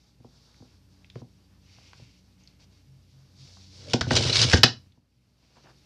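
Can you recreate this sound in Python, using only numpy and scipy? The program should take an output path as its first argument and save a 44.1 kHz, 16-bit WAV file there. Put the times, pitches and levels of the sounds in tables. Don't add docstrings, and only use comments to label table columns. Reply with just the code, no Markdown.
import sys
import numpy as np
from scipy import signal
from scipy.fft import rfft, irfft, next_fast_len
from scipy.io import wavfile
from scipy.ndimage import uniform_filter1d, map_coordinates

SR = 44100
rng = np.random.default_rng(int(sys.argv[2]) if len(sys.argv) > 2 else 0)


def master_out(mix):
    frames = np.transpose(np.atleast_2d(mix))
    ceiling = np.clip(frames, -1, 1)
    pcm = np.round(ceiling * 32767).astype(np.int16)
    wavfile.write(sys.argv[1], SR, pcm)


def gain_from_decibels(decibels):
    exponent = np.asarray(decibels, float) / 20
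    return 10 ** exponent


N = 257984

# t/s, level/dB
BACKGROUND_LEVEL = [(0, -66.5), (.15, -65.5), (.4, -64), (4.7, -64), (4.85, -64), (5, -74), (5.3, -69),
                    (5.55, -67.5), (5.85, -62.5)]
# f/Hz, level/dB over the background level
MAINS_LINES = [(60, 1), (120, -15), (180, -8.5), (240, -11.5), (300, -17), (360, -25.5), (600, -23.5),
               (840, -26)]
# f/Hz, relative level/dB
AIR_COLOUR = [(18, -46), (30, -17.5), (48, -6), (133, -1.5), (164, -12.5), (243, -15.5), (379, -19.5),
              (575, -25.5), (639, -38.5), (830, -31), (897, -35), (970, -34.5), (4660, -34.5),
              (9000, -38.5), (14300, -36.5), (14800, -59)]
# f/Hz, width/Hz, relative level/dB
DRONE_BANDS = [(90.6, 0.79, 0), (188.5, 11, -9.5), (289, 12, -13)]
# t/s, level/dB
DRONE_LEVEL = [(0, -87), (.3, -71), (.59, -75), (.73, -58.5), (2.5, -61), (3.1, -65), (3.74, -53.5),
               (4.84, -58.5), (5.03, -72.5), (5.85, -78)]
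# start t/s, length/s, level/dB
MOAN_BOUTS = [(0.293, 0.23, -68), (1.88, 0.24, -57), (2.453, .27, -64.5), (2.85, 0.2, -58.5),
              (3.092, 0.2, -57), (3.372, 0.15, -55.5), (5.602, 0.26, -61.5)]
# f/Hz, time/s
ROOM_DECAY = [(100, 0.25), (500, 0.2), (2000, .19), (5000, 0.21), (7500, .19), (10000, 0.032)]

# start t/s, length/s, hiss level/dB, scuff level/dB, rub level/dB
HAND_STROKES = [(-.1, 0.25, -69, -82, -80.5), (0.184, 0.67, -66, -82, -72.5), (0.873, .25, -73.5, -92, -78),
                (1.134, 0.097, -64.5, -71, -71), (1.565, 0.65, -63, -66.5, -70.5),
                (2.124, 0.093, -68.5, -76, -80), (2.36, 0.21, -71.5, -73, -77),
                (2.585, 0.075, -61.5, -70.5, -72), (2.674, 0.18, -69.5, -78, -81),
                (3.055, 0.36, -71, -83, -78.5), (3.306, 0.47, -57, -69, -70.5),
                (3.671, 0.31, -54, -66, -66), (5.417, 0.047, -73, -82, -76), (5.297, .8, -69.5, -76.5, -76),
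                (5.547, 0.075, -71, -76, -63), (5.62, .11, -69.5, -68.5, -58)]
# t/s, level/dB, f/Hz, width/Hz, fall by 20 dB/s
NAIL_TICKS = [(.515, -50, 4530, 1500, .002), (0.544, -52, 1980, 2000, 0.0018),
              (1.045, -41.5, 2420, 1500, .003), (1.1, -37.5, 3400, 2340, 0.0053),
              (1.156, -39, 1290, 1500, 0.0048), (1.785, -48.5, 820, 500, 0.0031),
              (1.932, -36.5, 1420, 2380, 0.0044), (2.0, -55, 550, 300, .004),
              (2.436, -47, 6200, 1500, .003), (2.474, -39, 4660, 1470, 0.0052),
              (3.569, -48, 800, 600, 0.007), (3.897, -34, 3500, 4000, .006), (4.069, -33, 796, 701, .004),
              (4.92, -57, 3693, 1498, 0.0098), (5.57, -54, 899, 593, 0.0048)]
# f/Hz, relative level/dB
HISS_COLOUR = [(2600, -38), (3300, -9.5), (3820, -5), (4150, -6), (4600, -1), (5000, -4.5), (5500, -4),
               (7000, -15), (8900, -26), (11000, -29.5), (13000, -77)]
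# f/Hz, relative level/dB
SCUFF_COLOUR = [(1500, -23), (1950, -9), (2150, -3.0), (2450, -4.5), (2760, -2), (2950, -4.5),
                (3200, -5), (4000, -38)]
# f/Hz, relative level/dB
RUB_COLOUR = [(250, -3), (450, -3.5), (900, -6.0), (1800, -9.5), (2600, -43.5)]

# t/s, second mode level/dB, first mode level/dB, middle modes level/dB, upper modes level/dB
TABLE_BLOWS = [(0.202, -43.5, -65, -55, -63), (0.245, -43.5, -66, -50.5, -47), (0.289, -50, -71, -69, -76),
               (0.602, -41, -48, -51.5, -55), (0.622, -47, -54, -51, -50.5),
               (1.156, -27.5, -38, -47, -34.5), (1.217, -34.5, -61, -44.5, -45),
               (1.773, -42.5, -47, -61, -79), (1.995, -43.5, -70, -61, -55), (2.021, -40.5, -69, -69, -74),
               (3.938, -13.5, -28, -20.5, -20), (4.012, -35.5, -23, -35.5, -27.5),
               (4.038, -23, -32, -45, -49), (4.07, -20, -35.5, -32, -44), (4.109, -19, -44.5, -24, -14.5),
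               (4.165, -28, -37.5, -38, -22), (4.204, -25.5, -35, -38.5, -27.5),
               (4.292, -21.5, -35, -37.5, -28.5), (4.444, -14, -23, -30.5, -34),
               (4.538, -18.5, -6.5, -19.5, -14), (4.577, -21, -24.5, -32, -37.5),
               (4.637, -11, -30, -22, -14.5), (4.861, -52, -59, -65.5, -81),
               (4.974, -51.5, -75, -62.5, -58), (5.27, -61, -59.5, -80, -77),
               (5.428, -72, -62.5, -65, -63.5), (5.566, -57, -72, -61, -56.5)]
# f/Hz, width/Hz, relative level/dB
TABLE_MODES = [(90, 22, 0), (124, 23, 0), (213, 30, -1), (250, 30, 0), (300, 40, -4), (380, 40, 0),
               (475, 50, -1), (600, 60, -3)]
# f/Hz, width/Hz, relative level/dB
SHELL_MODES = [(750, 200, -7), (1000, 220, -9), (1190, 200, -7), (1400, 220, -2), (1590, 200, 0),
               (1760, 220, -2), (1980, 250, -7)]
# f/Hz, width/Hz, relative level/dB
SLIDER_MODES = [(2240, 180, -6), (2620, 200, -8), (2940, 180, -4), (3400, 260, -7), (3700, 260, -4),
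                (4020, 180, -1), (4570, 200, -1), (5100, 260, -2), (5430, 200, -2), (6060, 400, -7),
                (6550, 300, -10), (7160, 350, -13)]

# t/s, rasp level/dB, table rumble level/dB
DRAG_LEVELS = [(3.62, -87, -78), (3.78, -63.5, -55.5), (3.925, -45, -36.5), (3.96, -60, -52),
               (4.08, -49.5, -38), (4.125, -30.5, -22.5), (4.179, -24, -27.5), (4.2, -30.5, -27.5),
               (4.317, -26.5, -25), (4.339, -25, -33), (4.445, -23.5, -23.5), (4.46, -34.5, -30),
               (4.515, -28.5, -29), (4.57, -30.5, -36.5), (4.625, -51.5, -41)]
# t/s, level/dB, f/Hz, fall by 20 dB/s
SLIDER_SLIPS = [(4.1657, -14, 3730, 0.015), (4.2204, -24.5, 4540, 0.014), (4.257, -25, 4000, 0.0059),
                (4.294, -16, 4003, 0.0094), (4.324, -15, 4080, 0.016), (4.352, -15.5, 4060, 0.018),
                (4.379, -21, 4590, 0.01), (4.4145, -9.5, 4500, 0.01), (4.4298, -13, 3646, 0.0099)]
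# f/Hz, relative level/dB
RASP_COLOUR = [(600, -36), (1000, -9), (1900, -18), (2900, -4.5), (4100, -2), (5500, -5.5), (7200, -15),
               (9000, -21), (10300, -27.5), (11000, -60.5)]

# t/s, crack level/dB, shell level/dB, bright edge level/dB, rattle's fall by 20 dB/s
CASE_KNOCKS = [(3.934, -10.5, -25.5, -27.5, 0.011), (4.0099, -15, -11.5, -36, 0.013),
               (4.107, -21.5, -15, -58, 0.02), (4.5257, -17.5, -27.5, -40, 0.015),
               (4.5314, -10.5, -7.5, -36, 0.023), (4.5365, -23.5, -20.5, -43, 0.011),
               (4.5714, -18, -34.5, -46, 0.015), (4.6327, 2, -3, -22, 0.016)]
# f/Hz, relative level/dB
CRACK_COLOUR = [(880, -25), (1500, -6.5), (2330, -16), (2580, -6), (3700, -5.5), (4060, -15), (4490, -2.5),
                (5120, -1.5), (9500, -43.5), (12400, -65.5), (20900, -120)]
# f/Hz, relative level/dB
EDGE_COLOUR = [(5500, -24.5), (7200, 1.5), (9500, -8.5), (11000, -21.5), (14500, -22.5), (15600, -47.5)]


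def unit(x):
    return x / np.sqrt(np.mean(x ** 2) + 1e-20)


def along(points, hz):
    f, value = np.transpose(points)
    return np.interp(np.log(hz + 1), np.log(f + 1), value)


def curves(rows, outside=None):
    s, *columns = np.transpose(rows)
    return [np.interp(np.arange(N) / SR, s, column, outside, outside) for column in columns]


def wobble(rate):
    knots = rng.standard_normal(int(N * rate / SR) + 4)
    return map_coordinates(knots, [np.arange(N) * rate / SR])


def filtered(x, response):
    m = next_fast_len(len(x) + SR // 2)
    return irfft(rfft(x, m) * response(np.fft.rfftfreq(m, 1 / SR)), m)[:len(x)]


def modes(rows):
    def response(f):
        return sum((-1) ** k * gain_from_decibels(db) * 1j * f * width / (centre ** 2 - f * f + 1j * f * width)
                   for k, (centre, width, db) in enumerate(rows))
    return response


def coloured(spectrum, grit_db=0):
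    grains = rng.standard_normal(N) * gain_from_decibels(grit_db * wobble(700))
    return unit(filtered(grains, lambda hz: gain_from_decibels(along(spectrum, hz))))


def resonant_noise(rows, grit_db, rate):
    return unit(filtered(rng.standard_normal(N) * gain_from_decibels(grit_db * wobble(rate)), modes(rows)))


def narrow_noise(rows):
    return unit(filtered(rng.standard_normal(N), lambda f: modes(rows)(f) ** 2))


def dull_top(x, edge_hz):
    return filtered(x, lambda f: (1 / (1 + np.sqrt(2) * 1j * f / edge_hz - (f / edge_hz) ** 2)) ** 4)


def swells(starts, lengths, dbs, attack, release):
    u = (np.arange(N) / SR - starts[:, None]) / lengths[:, None]
    ramp = np.clip(np.minimum(u / attack, (1 - u) / release), 0, 1)
    return np.sqrt(gain_from_decibels(dbs) ** 2 @ np.sin(np.pi / 2 * ramp) ** 4)


def bursts(times, dbs, lengths, rise):
    out, t = np.zeros(N + SR), np.arange(SR // 5) / SR
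    for s, db, length in zip(times, dbs, lengths):
        fall = gain_from_decibels(db - 20 * t / max(length, 1e-3))
        out[round(s * SR):][:len(t)] += fall * (1 - np.exp(-t / rise))
    return out[:N]


def snaps(rows, rise):
    out, t = np.zeros(N + SR), np.arange(SR // 15) / SR
    for s, db, hz, width_hz, length in rows:
        envelope = gain_from_decibels(-20 * t / max(length, 1e-4)) * (1 - np.exp(-t / rise))
        puff = rng.standard_normal(len(t)) * envelope
        snap = filtered(puff, lambda f: modes([(hz, width_hz, 0)])(f) ** 2)
        out[round(s * SR):][:len(t)] += gain_from_decibels(db) * snap / np.max(np.abs(snap))
    return out[:N]


def pushes(times, dbs, soft_s):
    u = np.arange(SR // 50) / SR / soft_s
    push = u * np.exp(-u)
    train = np.bincount(np.round(times * SR).astype(int), gain_from_decibels(dbs), N)[:N]
    return signal.fftconvolve(train, push / push.sum())[:N]


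def ringing(excitation, rows, gain_db):
    blow = filtered(np.arange(SR // 4) == 0, modes(rows))
    return gain_from_decibels(gain_db) / np.max(np.abs(blow)) * filtered(excitation, modes(rows))


def patchy(x, depth_db):
    z = signal.stft(x, nperseg=256)[2]
    field = uniform_filter1d(rng.standard_normal(z.shape), size=5, axis=0)
    field = uniform_filter1d(field, size=6, axis=1)
    return unit(signal.istft(z * gain_from_decibels(depth_db * unit(field)), nperseg=256)[1][:N])


def background():
    drone_db, = curves(DRONE_LEVEL)
    background_db, = curves(BACKGROUND_LEVEL)
    t = np.arange(N) / SR
    hum = np.zeros(N)
    for hz, db in MAINS_LINES:
        line = np.sqrt(2) * np.sin(2 * np.pi * (hz * t + rng.random()))
        hum += gain_from_decibels(db + 0.87 * wobble(2.3)) * line
    hiss = gain_from_decibels(1.0) * coloured(AIR_COLOUR)
    drone = gain_from_decibels(drone_db) * narrow_noise(DRONE_BANDS)
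    bouts = swells(*np.transpose(MOAN_BOUTS), attack=0.24, release=0.24)
    moan_level = np.hypot(bouts, gain_from_decibels(background_db - 14))
    moan = moan_level * narrow_noise([(135, 9, 0)])
    return gain_from_decibels(background_db) * (hum + hiss) + drone + moan


def room(x):
    hz, t, z = signal.stft(rng.standard_normal(SR // 2), SR, nperseg=256)
    decay = gain_from_decibels(-60 * t / along(ROOM_DECAY, hz)[:, None])
    tail = signal.istft(z * decay, SR, nperseg=256)[1]
    delayed = np.pad(x, (220, 0))
    return signal.fftconvolve(delayed, tail / np.linalg.norm(tail))[:N]


def hands():
    start, length, hiss_db, scuff_db, rub_db = np.transpose(HAND_STROKES)
    background_db, = curves(BACKGROUND_LEVEL)

    def level(stroke_db, rest_db):
        strokes = swells(start, length, stroke_db, attack=0.29, release=0.3)
        return np.hypot(strokes, gain_from_decibels(background_db + rest_db))

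    hiss = level(hiss_db, rest_db=-10) * gain_from_decibels(1.2 * wobble(30)) * coloured(HISS_COLOUR, grit_db=1.0)
    scuff = level(scuff_db, rest_db=-15.5) * gain_from_decibels(1.4 * wobble(23)) * coloured(SCUFF_COLOUR, grit_db=2.0)
    rub = level(rub_db, rest_db=-12.5) * gain_from_decibels(2.2 * wobble(23)) * coloured(RUB_COLOUR, grit_db=2.0)
    ticks = dull_top(snaps(NAIL_TICKS, rise=.0001), edge_hz=9000)
    return ticks + hiss + scuff + rub


def table():
    s, mid_db, deep_db, upper_db, top_db = np.transpose(TABLE_BLOWS)
    deep = ringing(pushes(s, deep_db, soft_s=0.00056), TABLE_MODES[:1], gain_db=5.5)
    mid = ringing(pushes(s, mid_db, soft_s=0.0011), TABLE_MODES[1:2], gain_db=7)
    upper = ringing(pushes(s, upper_db, soft_s=0.00017), TABLE_MODES[2:5], gain_db=5.5)
    lasting = np.full(len(s), .004)
    rough = bursts(s, top_db, lasting, rise=0.000081) * rng.standard_normal(N)
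    hard = pushes(s, top_db, soft_s=.0001) + gain_from_decibels(-21) * rough
    overtones = ringing(dull_top(hard, edge_hz=2500), TABLE_MODES[5:] + SHELL_MODES[:2], gain_db=2)
    return deep - mid - upper + overtones


def drag():
    rasp_db, rumble_db = curves(DRAG_LEVELS, -120)
    slider_noise = filtered(rng.standard_normal(N) * gain_from_decibels(2.6 * wobble(500)), modes(SLIDER_MODES))
    ring = unit(dull_top(slider_noise, edge_hz=9500))
    catches_db = 1.6 * wobble(45) + 3.2 * wobble(220)
    grit = coloured(RASP_COLOUR, grit_db=1.5)
    rasp = gain_from_decibels(rasp_db + catches_db) * patchy(grit + ring, depth_db=2.0)
    slip_width_hz = 1100
    slip_rows = [(s, db, hz, slip_width_hz, length) for s, db, hz, length in SLIDER_SLIPS]
    slips = snaps(slip_rows, rise=0.0092)
    hollow_level = gain_from_decibels(rasp_db - 13.5 + 0.67 * catches_db)
    hollow = hollow_level * resonant_noise(SHELL_MODES, grit_db=1.9, rate=150)
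    low_table = [(hz, width, db - 14 * (hz > 170)) for hz, width, db in TABLE_MODES]
    rumble = gain_from_decibels(rumble_db) * resonant_noise(low_table, grit_db=2.1, rate=40)
    return rasp + dull_top(slips + hollow, edge_hz=8500) + rumble


def knocks():
    s, crack_db, shell_db, edge_db, length = np.transpose(CASE_KNOCKS)
    rattle = bursts(s, crack_db, length, rise=0.00011)
    crack = gain_from_decibels(-4) * rattle * coloured(CRACK_COLOUR, grit_db=-4.0)
    slider = ringing(rattle * rng.standard_normal(N), SLIDER_MODES, gain_db=-19.5)
    thump = bursts(s, shell_db, .5 * length, rise=0.00052) * rng.standard_normal(N)
    shell = ringing(thump, SHELL_MODES, gain_db=-15)
    edge = bursts(s, edge_db, 0.38 * length, rise=0.00045) * coloured(EDGE_COLOUR, grit_db=1.5)
    return dull_top(crack + slider + shell, edge_hz=11400) + edge


def scene():
    bed, hand, wood = background(), hands(), table()
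    charger = drag() + knocks()
    reflections = room(gain_from_decibels(-12.5) * charger + gain_from_decibels(-13.0) * hand + gain_from_decibels(-10.0) * wood)
    return (charger + hand + wood + reflections + bed)[None]


def low_pass(x):
    return signal.sosfilt(signal.butter(12, 15830, fs=SR, output="sos"), x)


def record(dry):
    ceiling, hardness = .93, 4
    heard = filtered(dry[0], lambda f: (1j * f / (42 + 1j * f)) ** 2)
    rounded = heard / (1 + np.abs(heard / ceiling) ** hardness) ** (1 / hardness)
    finished = dull_top(rounded, edge_hz=18000)[None]
    return low_pass(finished)


dry = scene()
out = record(dry)
master_out(out)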